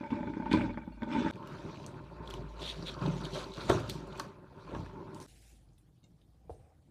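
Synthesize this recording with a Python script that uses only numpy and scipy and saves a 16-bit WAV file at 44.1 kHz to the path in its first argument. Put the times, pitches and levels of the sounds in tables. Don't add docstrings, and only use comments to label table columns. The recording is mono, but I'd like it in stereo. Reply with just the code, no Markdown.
import sys
import numpy as np
from scipy import signal
from scipy.fft import rfft, irfft
from scipy.io import wavfile
from scipy.ndimage import uniform_filter1d

SR = 44100
rng = np.random.default_rng(int(sys.argv[2]) if len(sys.argv) > 2 else 0)


def magnitude_from_level(level_db):
    exponent = np.asarray(level_db, float) / 20
    return 10 ** exponent


def persist_wave(psi):
    counts = np.round(np.clip(psi, -1, 1) * 32767).astype(np.int16)
    wavfile.write(sys.argv[1], SR, np.atleast_2d(counts).T)


N = 304290


# [t/s, spray level/dB, build/s, hold/s]
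SURGES = [
    (0.0, -60, 0.012, 0.69),
    (.106, -51.5, 0.0061, 0.0069),
    (.46, -58, 0.017, 0.0078),
    (.52, -38.5, 0.027, 0.017),
    (.62, -52, 0.049, 0.0044),
    (.772, -67, .01, 0.013),
    (1.024, -58, 0.064, 0.0085),
    (1.125, -44.5, 0.09, 0.19),
]
STEAM_FALL_DB_S, LULL_DB = 142, -69
GURGLE_TOP_DB, FULL_STEAM_DB, STARVE_PER_DB = -36, -42, 0.024
# [t/s, level/dB, brightness/dB]
GULPS = [(.009, -26, -18.5), (.039, -31.5, -4.5), (.063, -32.5, -7), (.105, -28, -22), (0.119, -20.5, -38),
         (.127, -18.5, -24), (0.145, -25.5, -15.5), (0.165, -26.5, -12), (0.189, -27.5, -13.5),
         (0.207, -21.5, -18), (0.23, -23.5, -12), (0.245, -28, -31), (0.272, -23, -18.5), (.282, -27, -28),
         (.3, -24.5, -28.5), (0.337, -31, -8), (0.369, -21, -21.5), (0.399, -21.5, -23.5),
         (0.423, -27, -10.5), (0.459, -28.5, -2.5), (.463, -24, -24.5), (0.478, -29.5, -13.5),
         (0.494, -27, -18.5), (.516, -23, -28), (.536, -8, -47), (.571, -19, -8), (.592, -19.5, -20),
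         (.61, -29, 4.5), (0.619, -29.5, -14.5), (.645, -27, -15.5), (0.661, -30, -18), (0.692, -25.5, -24),
         (0.706, -30.5, -15.5), (.743, -34.5, -7), (0.774, -25, -7), (0.779, -32.5, -9), (.814, -38, -11.5),
         (0.834, -41, -4), (.876, -25.5, -40), (0.92, -42, -13), (1.004, -42, -23), (1.021, -24.5, -5.5),
         (1.03, -23.5, -13), (1.09, -33.5, -6), (1.115, -26.5, -10), (1.137, -25, -20), (1.15, -22.5, -23),
         (1.164, -18.5, -22), (1.182, -19.5, -26), (1.203, -31, -16), (1.218, -20.5, -21),
         (1.249, -22, -25), (1.261, -15.5, -21), (1.3, -25.5, -11)]
GULP_S, SURGE_GULP_S = 0.0043, 0.0083
# [f/Hz, width/Hz, level/dB]
HOUSING = [(251, 59, -6.5), (302, 81, -7), (399.8, 54, -16), (586, 63, -10.5), (901, 71, -6.5),
           (1517, 140, -18.5), (2248, 81, -19.5), (3324, 110, -35.5)]
# [f/Hz, level/dB]
HOUSING_WIDE = [(60, -36.5), (244, 3.5), (443, -15.5), (597, -12.5), (693, -31.5), (888, -3), (1140, -24),
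                (6000, -66.5)]
# [f/Hz, level/dB]
COLLAPSE_EDGE = [(400, -6), (1200, -0.5), (2200, -4), (3000, -19.5), (8000, -51)]
# [f/Hz, level/dB]
SPRAY = [(710, -30.5), (1200, 2.5), (2290, -5), (3600, -8), (8210, -21), (11900, -67), (12900, -45),
         (15000, -36.5)]
# [f/Hz, width/Hz, level/dB]
LID = [(1510, 120, 6), (2400, 200, 4), (3494, 110, 3.5), (3860, 140, -6.5)]
# [t/s, level/dB]
DRIPS = [
    (0.32, -76),
    (0.7277, -67),
    (0.9203, -64),
]
# [f/Hz, level/dB, t60/s]
DRIP_MODES = [(4400, -8, 0.19), (2760, -2, .06)]
# [t/s, level/dB, f/Hz]
SPITS = [(0.1042, -42, 2480), (0.112, -48, 2510), (0.514, -31.5, 2580), (0.5292, -24.5, 3940),
         (0.545, -46.5, 3500), (0.5744, -40.5, 2300), (0.5842, -38, 2490), (0.604, -40, 2390),
         (0.615, -35.5, 2340), (0.6544, -58, 3280), (1.0322, -42, 3500), (1.115, -37, 2520),
         (1.1274, -37, 2400), (1.1364, -35, 2520), (1.1644, -43, 2300), (1.223, -47, 3540),
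         (1.2314, -51, 2440), (1.262, -46, 2530), (1.3044, -44, 2490)]
CHANGE_TICK_S, CHANGE_TICK_DB = 1.3085, -46


def coffee_machine():
    steam_db = strokes(SURGES, STEAM_FALL_DB_S, LULL_DB)
    short_db = np.maximum(FULL_STEAM_DB - steam_db, 0)
    gurgle = magnitude_from_level(GURGLE_TOP_DB - STARVE_PER_DB * short_db ** 2)
    housing, spray_taps = body(HOUSING_WIDE, HOUSING, -8.0), body(SPRAY, LID)

    gulps = np.zeros((2, N))
    for s, db, bright_db in GULPS:
        length_s = GULP_S + SURGE_GULP_S * magnitude_from_level(-short_db[round(s * SR) + 200])
        shift, tilt = rng.standard_normal((2, len(HOUSING)))
        spot = []
        for (hz, width, mode_db), a, b in zip(HOUSING, shift, tilt):
            detune = 1 + (0.015 if hz > 450 else 0.06) * a
            tone_db = (hz > 400) * 0.75 * (bright_db + 13.0)
            spot.append((hz * detune, width, mode_db + 3.3 * b + tone_db))
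        knock = crack(body(HOUSING_WIDE, spot, -9.5), length_s, push=0.76, rise_s=0.00071)
        add(gulps, s, magnitude_from_level(db - 4.0) * knock)
        add(gulps, s, magnitude_from_level(db + bright_db) * crack(body(COLLAPSE_EDGE)[:500], 0.00065))
    for s, db in DRIPS:
        add(gulps, s, magnitude_from_level(db) * modes(DRIP_MODES))
    for s, db, hz in SPITS:
        add(gulps, s, magnitude_from_level(db) * crack(cover(hz) + 0.1 * sleeve(7000, 0.0), 0.0026))
    add(gulps, CHANGE_TICK_S, magnitude_from_level(CHANGE_TICK_DB) * crack(sleeve(6000, 6.0), 0.0015))

    swarm = magnitude_from_level(-3.5) * gurgle * rub(housing, 250, 3.0, 0.5)
    spray = magnitude_from_level(steam_db) * rub(spray_taps, 1500, 2.5, 1.1)
    return room(gulps, -7.0) + swarm + spray


# [t/s, rumble level/dB, build/s, hold/s, rustle re rumble/dB]
PULLS = [(1.333, -48, 0.06, 0.39, -8), (1.493, -48, 0.12, 0.49, -8.5), (2.199, -44, 0.36, 0.21, -9.5),
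         (2.588, -46.5, 0.14, 0.57, -6), (3.014, -35, 0.039, 0.05, -8.5), (3.226, -47.5, 0.11, 0.034, -2),
         (3.354, -39, 0.055, 0.011, -3), (3.582, -44, 0.052, 0.042, -2.5),
         (3.694, -35.5, 0.043, 0.016, -0.5), (3.866, -46.5, 0.12, 0.35, -8),
         (4.154, -46.5, 0.024, 0.0041, -4), (4.578, -60, 0.017, 0.016, -3), (4.75, -42.5, 0.36, 0.0057, -7),
         (4.934, -46.5, 0.23, 0.24, -12)]
RUMBLE_FALL_DB_S, RUSTLE_FALL_DB_S, RUMBLE_REST_DB, RUSTLE_REST_DB = 78.5, 101.5, -57, -64
# [f/Hz, width/Hz, level/dB]
CHAIR = [(144, 21, 0), (382, 57, 5), (597, 11, 1), (907, 96, -1.5), (1044, 97, -3.5)]
# [f/Hz, level/dB]
CHAIR_WIDE = [(24, -36), (40, -12), (157, 8.5), (227, -1.5), (333, 2), (495, -26), (910, -36.5),
              (1540, -120)]
# [f/Hz, level/dB]
CLOTH = [(260, -24.5), (560, 0.5), (798, -12), (897, -11), (1380, -7.5), (1950, -20.5), (2600, -19),
         (4000, -70.5)]
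# [t/s, scrape level/dB, build/s, hold/s]
SLIDES = [(1.47, -64, 0.13, 0.39), (1.9, -73, .05, 0.27), (2.3, -60, 0.15, 0.046), (2.5, -67, 0.12, 0.029),
          (2.62, -53.5, 0.083, 0.092), (2.88, -57.5, 0.63, 0.037), (3.03, -57.5, 0.14, 0.16),
          (3.35, -50.5, 0.21, 0.053), (3.56, -56.5, 0.18, 0.16), (3.7, -47.5, 0.1, 0.037),
          (3.9, -55.5, 0.2, 0.051), (4.2, -57.5, 0.28, 0.0053), (4.63, -71.5, 0.32, .08),
          (4.76, -62.5, 0.27, 0.046), (1.312, -70, .01, 0.078), (4.85, -73, 0.065, 0.46),
          (3.98, -74, 0.02, 0.2)]
SLIDE_FALL_DB_S, SLIDE_REST_DB = 127, -84
FINE_DB, FINE_SLOPE, FIRM_DB = -63, 1.22, -57.5
# [f/Hz, level/dB]
PAPER = [(1200, -33), (1900, -15.5), (2400, -10.5), (3000, -8), (4000, -6), (4800, -9), (6000, -22.5),
         (8000, -34.5)]
# [f/Hz, level/dB]
FINE = [(2940, -38.5), (5000, -17), (5600, 3), (7440, -4), (10500, -16), (11500, -10.5), (13300, -21),
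        (15000, -51)]
# [t/s, level/dB, f/Hz]
SNAPS = [(1.3354, -46.5, 3210), (1.357, -49, 2390), (1.4272, -50, 2930), (1.4734, -43, 3220),
         (1.5848, -47, 3290), (1.696, -46, 2290), (1.7449, -52, 2870), (1.757, -47, 2910),
         (1.7716, -46, 2550), (1.7984, -50, 2680), (1.8422, -44, 2970), (1.9415, -53, 2360),
         (2.2583, -49, 3360), (2.2753, -35.5, 3600), (2.3037, -44, 4530), (2.307, -37, 3240),
         (2.3391, -36, 2930), (2.594, -47, 2930), (2.6076, -45, 3600), (2.6186, -47, 3540),
         (2.645, -36, 3600), (2.6919, -37, 3700), (3.2123, -42, 3900), (2.6295, -34, 3230),
         (2.6638, -34, 3570), (2.6986, -31.5, 3560), (2.825, -36, 4510), (2.87, -31.5, 3820),
         (2.9164, -41, 4350), (2.9412, -38, 4270), (2.9914, -46, 3620), (3.0145, -42, 4330),
         (3.027, -42, 2600), (3.061, -32.5, 3970), (3.2036, -44, 3860), (3.2535, -34.5, 3270),
         (3.3368, -37.5, 4450), (3.3503, -33.5, 3950), (3.429, -38.5, 3700), (3.4412, -36.5, 4260),
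         (3.5179, -43, 3850), (3.5369, -37, 3760), (3.5466, -39, 4050), (3.5604, -44.5, 4000),
         (3.5703, -35, 3990), (3.5825, -43, 4130), (3.6082, -32.5, 3660), (3.615, -39, 4110),
         (3.695, -31.5, 4160), (3.8, -43, 2260), (3.8977, -28, 3610), (4.1235, -46, 2940),
         (4.128, -44.5, 4180), (4.154, -44, 2510), (4.1979, -27.5, 4300), (4.6947, -60, 2290),
         (4.7491, -43, 2930), (4.8618, -46.5, 1600), (5.0739, -60.5, 2380)]
# [t/s, level/dB, f/Hz, air/dB]
CLICKS = [(1.3565, -58, 4500, 3), (2.6299, -54, 6000, 4), (3.024, -55, 6000, -2), (3.2123, -53.5, 6500, -4),
          (3.3383, -54, 6000, 4), (3.5704, -51.5, 6020, -4), (3.9404, -51, 6000, 8), (4.0731, -54, 6000, 5),
          (4.1659, -60, 6000, 6), (5.1841, -62, 6000, 8), (1.4735, -46.5, 6200, 10),
          (1.8635, -37, 7200, -10), (2.2736, -57, 5930, 6), (2.302, -48, 6350, -3), (2.308, -47, 5850, 9),
          (2.3387, -44, 5600, 3), (2.6184, -51, 6310, -0.5), (2.8674, -48, 6210, -0.5),
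          (2.9164, -62, 5300, 2.5), (3.252, -46, 6640, -11), (3.349, -42.5, 5130, -0.5),
          (3.539, -46, 6160, -4.5), (3.697, -32, 6080, 1), (3.8005, -43.5, 6450, 2),
          (3.897, -30.5, 5100, 6), (4.1777, -49, 8170, -4), (4.196, -31.5, 5000, 5),
          (4.7486, -57, 6430, -8), (4.8618, -56, 5730, -7), (5.1464, -45.5, 5340, 0),
          (5.2016, -46, 5940, 7)]
# [t/s, level/dB, f/Hz, length/s]
SCRAPES = [(2.595, -44.5, 3670, 0.14), (2.642, -41, 3920, 0.079), (2.858, -39, 3640, 0.042),
           (3.227, -45, 4180, 0.047), (3.33, -45.5, 4100, 0.09), (3.587, -48.5, 4170, 0.094),
           (3.886, -39.5, 4100, 0.026), (3.69, -34.5, 3800, 0.025), (5.207, -49, 5520, 0.022)]
# [f/Hz, level/dB]
SCRAPE_TOP = [(3000, -19.5), (5500, 4), (8000, 9.5), (10500, 7.5), (13200, 7.5), (15000, -9)]


def bag():
    rumble_rows = [row[:4] for row in PULLS]
    rustle_rows = [(s, db + rel_db, build_s, hold_s) for s, db, build_s, hold_s, rel_db in PULLS]
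    rumble = magnitude_from_level(strokes(rumble_rows, RUMBLE_FALL_DB_S, RUMBLE_REST_DB))
    rustle = magnitude_from_level(strokes(rustle_rows, RUSTLE_FALL_DB_S, RUSTLE_REST_DB))
    drag = rumble * rub(body(CHAIR_WIDE, CHAIR, -0.32), 320, 0.38, 1.0)
    drag = drag + rustle * rub(body(CLOTH), 900, 1.9, 0.97)

    slide_db = strokes(SLIDES, SLIDE_FALL_DB_S, SLIDE_REST_DB)
    fine = magnitude_from_level(FINE_DB + FINE_SLOPE * (slide_db - FIRM_DB))
    paper = magnitude_from_level(slide_db) * rub(body(PAPER), 1800, 2.2, 1.1)
    paper = paper + fine * rub(body(FINE), 2000, 3.0, 1.0)

    snaps, top = np.zeros((2, N)), body(SCRAPE_TOP)[:300]
    for s, db, hz in SNAPS:
        add(snaps, s, magnitude_from_level(db - 0.5) * crack(cover(hz), 0.0025))
    for s, db, hz, air_db in CLICKS:
        add(snaps, s, magnitude_from_level(db + 6.5) * crack(sleeve(hz, air_db), 0.0013))
    for s, db, hz, length_s in SCRAPES:
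        size = round(length_s * SR)
        grip = magnitude_from_level(3.5 * rng.standard_normal(200)).repeat(40)
        slips = rng.standard_normal(8000) * grip
        scrape = evened(np.convolve(slips[:size], cover(hz) + 0.045 * top))
        scrape = scrape * signal.windows.tukey(size + 299, 0.5)
        add(snaps, s, magnitude_from_level(db) * np.array([scrape, np.roll(scrape, 4)]))
    return drag + magnitude_from_level(2.5) * paper + room(snaps, -11.0)


# [t/s, level/dB, f/Hz, t60/s]
BUMPS = [(3.018, -34.5, 400, 0.2), (3.355, -34.5, 410, 0.29), (3.583, -28.5, 420, 0.35),
         (3.6935, -19, 1100, .06), (3.72, -12, 370, 0.077), (4.198, -20.5, 1300, 0.053),
         (4.211, -33, 330, 0.059), (3.8, -35.5, 600, .04), (4.695, -31, 364, 0.09),
         (4.749, -28, 380, 0.019), (4.7645, -19, 250, 0.03), (4.765, -30, 980, 0.03), (4.2, -42, 900, .04),
         (4.911, -42, 1300, .025), (4.96, -40, 1280, .025), (4.7495, -27, 1200, 0.052),
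         (4.792, -29, 262, 0.045), (4.81, -31, 390, .04), (4.862, -39, 1090, 0.025), (2.391, -37, 600, .04),
         (7.9, -49.5, 700, 0.06), (6.503, -30.5, 530, 0.022), (7.1, -45, 220, .03), (7.7, -51, 840, 0.058),
         (6.452, -60, 650, .1)]
# [t/s, level/dB, rise/s]
DROPS = [
    (3.699, -17, 0.00044),
    (6.4955, -42, 0.0017),
]
# [f/Hz, level/dB, t60/s]
SEAT = [(117, -15.5, 0.12), (381, 5.5, 0.027), (642, 2.5, 0.028), (900, -7.5, 0.042), (1104, -11, 0.07),
        (1354, -4, 0.032), (1740, -10, 0.022)]
# [f/Hz, level/dB, t60/s]
KNOCK = [(480, 6, 0.025), (590, -7, 0.03), (726, 0, 0.034), (846, -13, 0.045)]
# [t/s, level/dB, f/Hz, t60/s]
THUMPS = [
    (0.531, -25.5, 111.3, 0.18),
    (3.018, -25, 153, 0.45),
    (3.712, -31, 109.6, 0.29),
    (4.771, -41, 103.5, 0.37),
    (6.508, -41.5, 78.4, 0.09),
]


def blows():
    out = np.zeros((2, N))
    for s, db, hz, t60 in BUMPS:
        add(out, s, magnitude_from_level(db - 8.0) * ring(hz, t60, 0.23, count=11, rise_s=0.00032))
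    for (s, db, rise_s), table in zip(DROPS, (SEAT, KNOCK)):
        add(out, s, magnitude_from_level(db + 5.5) * modes(table, rise_s=rise_s))
    for s, db, hz, t60 in THUMPS:
        add(out, s, magnitude_from_level(db - 1.0) * ring(hz, t60, 0.16, count=3, rise_s=0.01, scatter=0.016))
    return room(out, -7.0)


# [t/s, level/dB, build/s, hold/s]
TIPS = [
    (5.3, -78.5, 0.052, 0.43),
    (6.2, -80, 0.23, .25),
    (6.48, -68, 0.12, 0.09),
    (6.6, -68, 0.05, 0.11),
]
# [f/Hz, level/dB]
SLOSH = [(250, -23), (386, -37), (425, 12), (694, 5.5), (954, -8.5), (2500, -11), (3250, -68), (5500, -120)]
# [t/s, level/dB, build/s, hold/s]
SPOUT_FIZZ = [(6.5, -81.5, .01, 0.17)]
# [t/s, level/dB, build/s, hold/s]
BRUSHES = [(5.15, -62.5, 0.037, 0.025), (5.205, -61.5, 0.015, 0.066), (5.285, -64.5, 0.011, 0.09),
           (5.42, -63, 0.12, 0.095), (5.55, -83, .05, 0.035), (6.5, -69, 0.012, 0.0094)]
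BRUSH_FALL_DB_S, TIP_FALL_DB_S = 130, 197.5
# [f/Hz, level/dB]
SWISH = [(590, -62), (1000, -36), (1490, -12.5), (2630, -6.5), (9580, -4), (11900, -11.5), (13800, -11),
         (15100, -43)]
# [t/s, ring level/dB, pitch ratio, tick level/dB, tick f/Hz]
TICKS = [(5.687, -69, 1.1, -80, 4280), (5.732, -90, 0.89, -65, 6720), (5.778, -65, 0.92, -67.5, 3500),
         (5.782, -90, 1., -54, 10400), (5.783, -90, 1., -57.5, 13500), (6.03, -66.5, 1., -79, 3800),
         (6.04, -59, 0.98, -58, 6590), (6.215, -74, 1., -62.5, 3680)]
# [f/Hz, level/dB, t60/s]
JUG_MODES = [(2194, -16.5, 0.047), (2860, -13.5, 0.044), (3800, -6, 0.028), (4320, -9, 0.026),
             (6430, -14, 0.02)]


def jug():
    slosh = magnitude_from_level(strokes(TIPS, TIP_FALL_DB_S, -89.0))
    swish = magnitude_from_level(strokes(BRUSHES, BRUSH_FALL_DB_S))
    ticks = np.zeros((2, N))
    for s, db, pitch, tick_db, tick_hz in TICKS:
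        add(ticks, s, magnitude_from_level(db - 1.5) * modes(JUG_MODES, pitch))
        add(ticks, s, magnitude_from_level(tick_db) * crack(cover(tick_hz), 0.0028))
    carried = np.arange(N) / SR >= JOINS[1]
    liquid = carried * slosh * rub(body(SLOSH, [(760, 160, 13)]), 1500, 1.5, 1.5)
    spout = body([(6000, -41.5), (8500, -20), (11000, -42.0)], [(8500, 820, 0.0012)])
    liquid += magnitude_from_level(strokes(SPOUT_FIZZ, 200)) * rub(spout, 3000, 1.5, 1.5)
    return liquid + swish * rub(body(SWISH), 4016, 2.0, 1.7) + room(ticks, -3.0)


# [f/Hz, level/dB]
FLOOR = [(24, -13), (122, -4), (260, -18), (304, -12.5), (384, -24), (2140, -44), (3500, -41),
         (15100, -45.5)]
FLOOR_DB = -61.5
# [centre t/s, level/dB, half width/s]
SWELLS = [(.28, -56.5, 0.09), (.63, -49.5, 0.16), (.97, -51, 0.081), (1.24, -56.5, 0.071), (1.6, -59, 0.1),
          (2.499, -48, 0.29), (3.15, -49, 0.22), (3.85, -51.5, 0.25), (4.8, -51, 0.092), (5.5, -61, 0.26),
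          (6.4, -63.5, 0.16)]
HUM_HZ, HUM_WANDER = 52.0, 0.08


def background():
    wander = evened(uniform_filter1d(uniform_filter1d(rng.standard_normal(N), 5000), 5000))
    hum = np.sqrt(2) * np.sin(2 * np.pi * np.cumsum(HUM_HZ * (1 + HUM_WANDER * wander)) / SR)
    t = np.arange(N) / SR
    swell = np.sqrt(sum(magnitude_from_level(db) ** 2 * np.exp(-((t - s) / half_s) ** 2) for s, db, half_s in SWELLS))
    return magnitude_from_level(FLOOR_DB) * rub(body(FLOOR), 3000, 1.5, 3.0) + swell * hum


def strokes(rows, fall_db_s, rest_db=-110):
    t = np.arange(0, N, 32) / SR
    power = magnitude_from_level(rest_db) ** 2
    for s, db, build_s, hold_s in rows:
        build_db = 30 * np.maximum(s - t, 0) / max(build_s, 1e-3)
        fall_db = fall_db_s * np.maximum(t - s - hold_s, 0)
        power = power + magnitude_from_level(db - build_db - fall_db) ** 2
    return np.interp(np.arange(N) / SR, t, 10 * np.log10(power))


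def rub(taps, per_s, spread_db, smooth, alike=0.53, order=3):
    sizes = magnitude_from_level(spread_db * np.minimum(rng.exponential(1, N), 4))
    slips = sizes * (rng.random(N) < per_s / SR)
    noise = rng.standard_normal((2, N))
    drive = evened(slips * np.sign(noise)) + smooth * noise
    alike = np.clip(alike, 0, 1)
    drive[1] = alike * np.roll(drive[0], order) + np.sqrt(1 - alike ** 2) * drive[1]
    return evened(signal.oaconvolve(patchy(drive, 3.0), taps[None], axes=1)[:, :N])


def patchy(x, depth_db):
    z = signal.stft(x, nperseg=512)[2]
    field = uniform_filter1d(uniform_filter1d(rng.standard_normal(z.shape[1:]), 8, 0), 5, 1)
    return signal.istft(z * magnitude_from_level(depth_db * evened(field)), nperseg=512)[1][:, :N]


def crack(taps, length_s, push=0.0, rise_s=1e-4):
    t = np.arange(900) / SR
    puff = (push + rng.standard_normal((2, 900))) * np.exp(-t / length_s) * (1 - np.exp(-t / rise_s))
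    ports = np.array([puff[0], 0.75 * np.roll(puff[0], 2) + 0.6 * puff[1]])
    x = signal.fftconvolve(ports, taps[None], axes=1)
    return x / abs(x).max()


def ring(hz, t60, spread, count, rise_s, scatter=0.088):
    t = np.arange(SR // 3) / SR
    offsets = spread * np.linspace(-1, 1, count) + scatter * rng.standard_normal(count)
    f = hz * np.exp(offsets)[:, None]
    x = np.sin(2 * np.pi * f * t).sum(0) * magnitude_from_level(-60 * t / t60) * (1 - np.exp(-t / rise_s))
    return x / abs(x).max()


def modes(table, pitch=1, rise_s=0.0033):
    t = np.arange(SR // 3) / SR
    x = sum(magnitude_from_level(db - 60 * t / t60) * np.sin(2 * np.pi * hz * pitch * t) for hz, db, t60 in table)
    x = -x * (1 - np.exp(-t / rise_s))
    return x / abs(x).max()


def cover(hz):
    wide = [(hz / 4, -34), (hz, -18), (2.48 * hz, -28), (4 * hz, -50)]
    return body(wide, [(hz, 0.3 * hz, 0.0)])[:300]


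def sleeve(hz, air_db):
    hump = [(hz / 3, -24), (hz, 0.0)]
    air = [(10500, -6 + 0.4 * air_db), (13000, -5.5 + air_db), (14500, -11.0 + air_db), (16500, -60)]
    return body(hump + air)[:300]


def body(wide, peaks=(), wide_db=0.0):
    hz = abs(np.fft.fftfreq(8192, 1 / SR))
    power = magnitude_from_level(read(wide, hz) + wide_db) ** 2
    for f, width, db in peaks:
        power = power + magnitude_from_level(db) ** 2 / (1 + (2 * (hz - f) / width) ** 2) ** 2
    log_gain = np.log(power + 1e-11) / 2
    minimum_phase = np.exp(np.conj(signal.hilbert(log_gain)))
    taps = np.fft.ifft(minimum_phase).real[:4096]
    return taps / np.linalg.norm(taps)


# [f/Hz, t60/s]
ROOM = [(100, 0.84), (500, 0.25), (2000, 0.12), (8000, 0.17)]


def room(x, wet_db):
    taps = np.zeros((2, SR // 2))
    grid = np.arange(100, SR // 2 - 20, 20)
    at = grid + rng.integers(0, 20, (2, len(grid)))
    np.put_along_axis(taps, at, rng.choice([-1.0, 1.0], at.shape), 1)
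    hz, t, z = signal.stft(taps, SR, nperseg=256)
    tail = signal.istft(z * magnitude_from_level(-60 * t / read(ROOM, hz)[:, None]), SR, nperseg=256)[1]
    tail = tail / np.linalg.norm(tail[0])
    return x + magnitude_from_level(wet_db) * signal.fftconvolve(x, tail, axes=1)[:, :N]


def evened(x):
    return x / np.sqrt(np.mean(x ** 2) + 1e-20)


def read(points, hz):
    f, value = np.transpose(points)
    return np.interp(np.log(hz + 1), np.log(f + 1), value)


def add(mix, s, sound):
    part = mix[:, round(s * SR):][:, :sound.shape[-1]]
    part += sound[..., :part.shape[1]]


JOINS = (1.311, 5.263)


def scene():
    t = np.arange(N) / SR
    first, second = JOINS
    takes = coffee_machine() * (t < first) + bag() * (t >= first) * (t < second) + jug()
    fade = np.prod([np.where(t < s, 1, np.clip((t - s) / 0.02, 0.1, 1)) for s in JOINS], axis=0)
    return (takes + blows() + background()) * fade


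def roll_off(x):
    return signal.sosfilt(signal.butter(12, 15240, fs=SR, output="sos"), x)


# [f/Hz, level/dB]
WIDTH = [(60, -8.5), (270, -11.5), (560, 3), (1500, 3), (5000, -4), (14000, -2.5)]
# [f/Hz, level/dB]
OVERALL_COLOUR = [(28, -20), (46, 0.5), (10900, 1), (11400, -25.5), (12200, -32.5), (12450, 0), (14300, -6),
                  (15200, -25)]


def record(dry):
    mid, side = dry[0] + dry[1], dry[0] - dry[1]
    hz = np.fft.rfftfreq(N, 1 / SR)
    narrow = magnitude_from_level(read(WIDTH, hz))
    colour = magnitude_from_level(read(OVERALL_COLOUR, hz)) / 2
    mid = irfft(rfft(mid) * colour, N)
    side = irfft(rfft(side) * colour * narrow, N)
    return roll_off(np.array([mid + side, mid - side]))


dry = scene()
out = record(dry)
persist_wave(out)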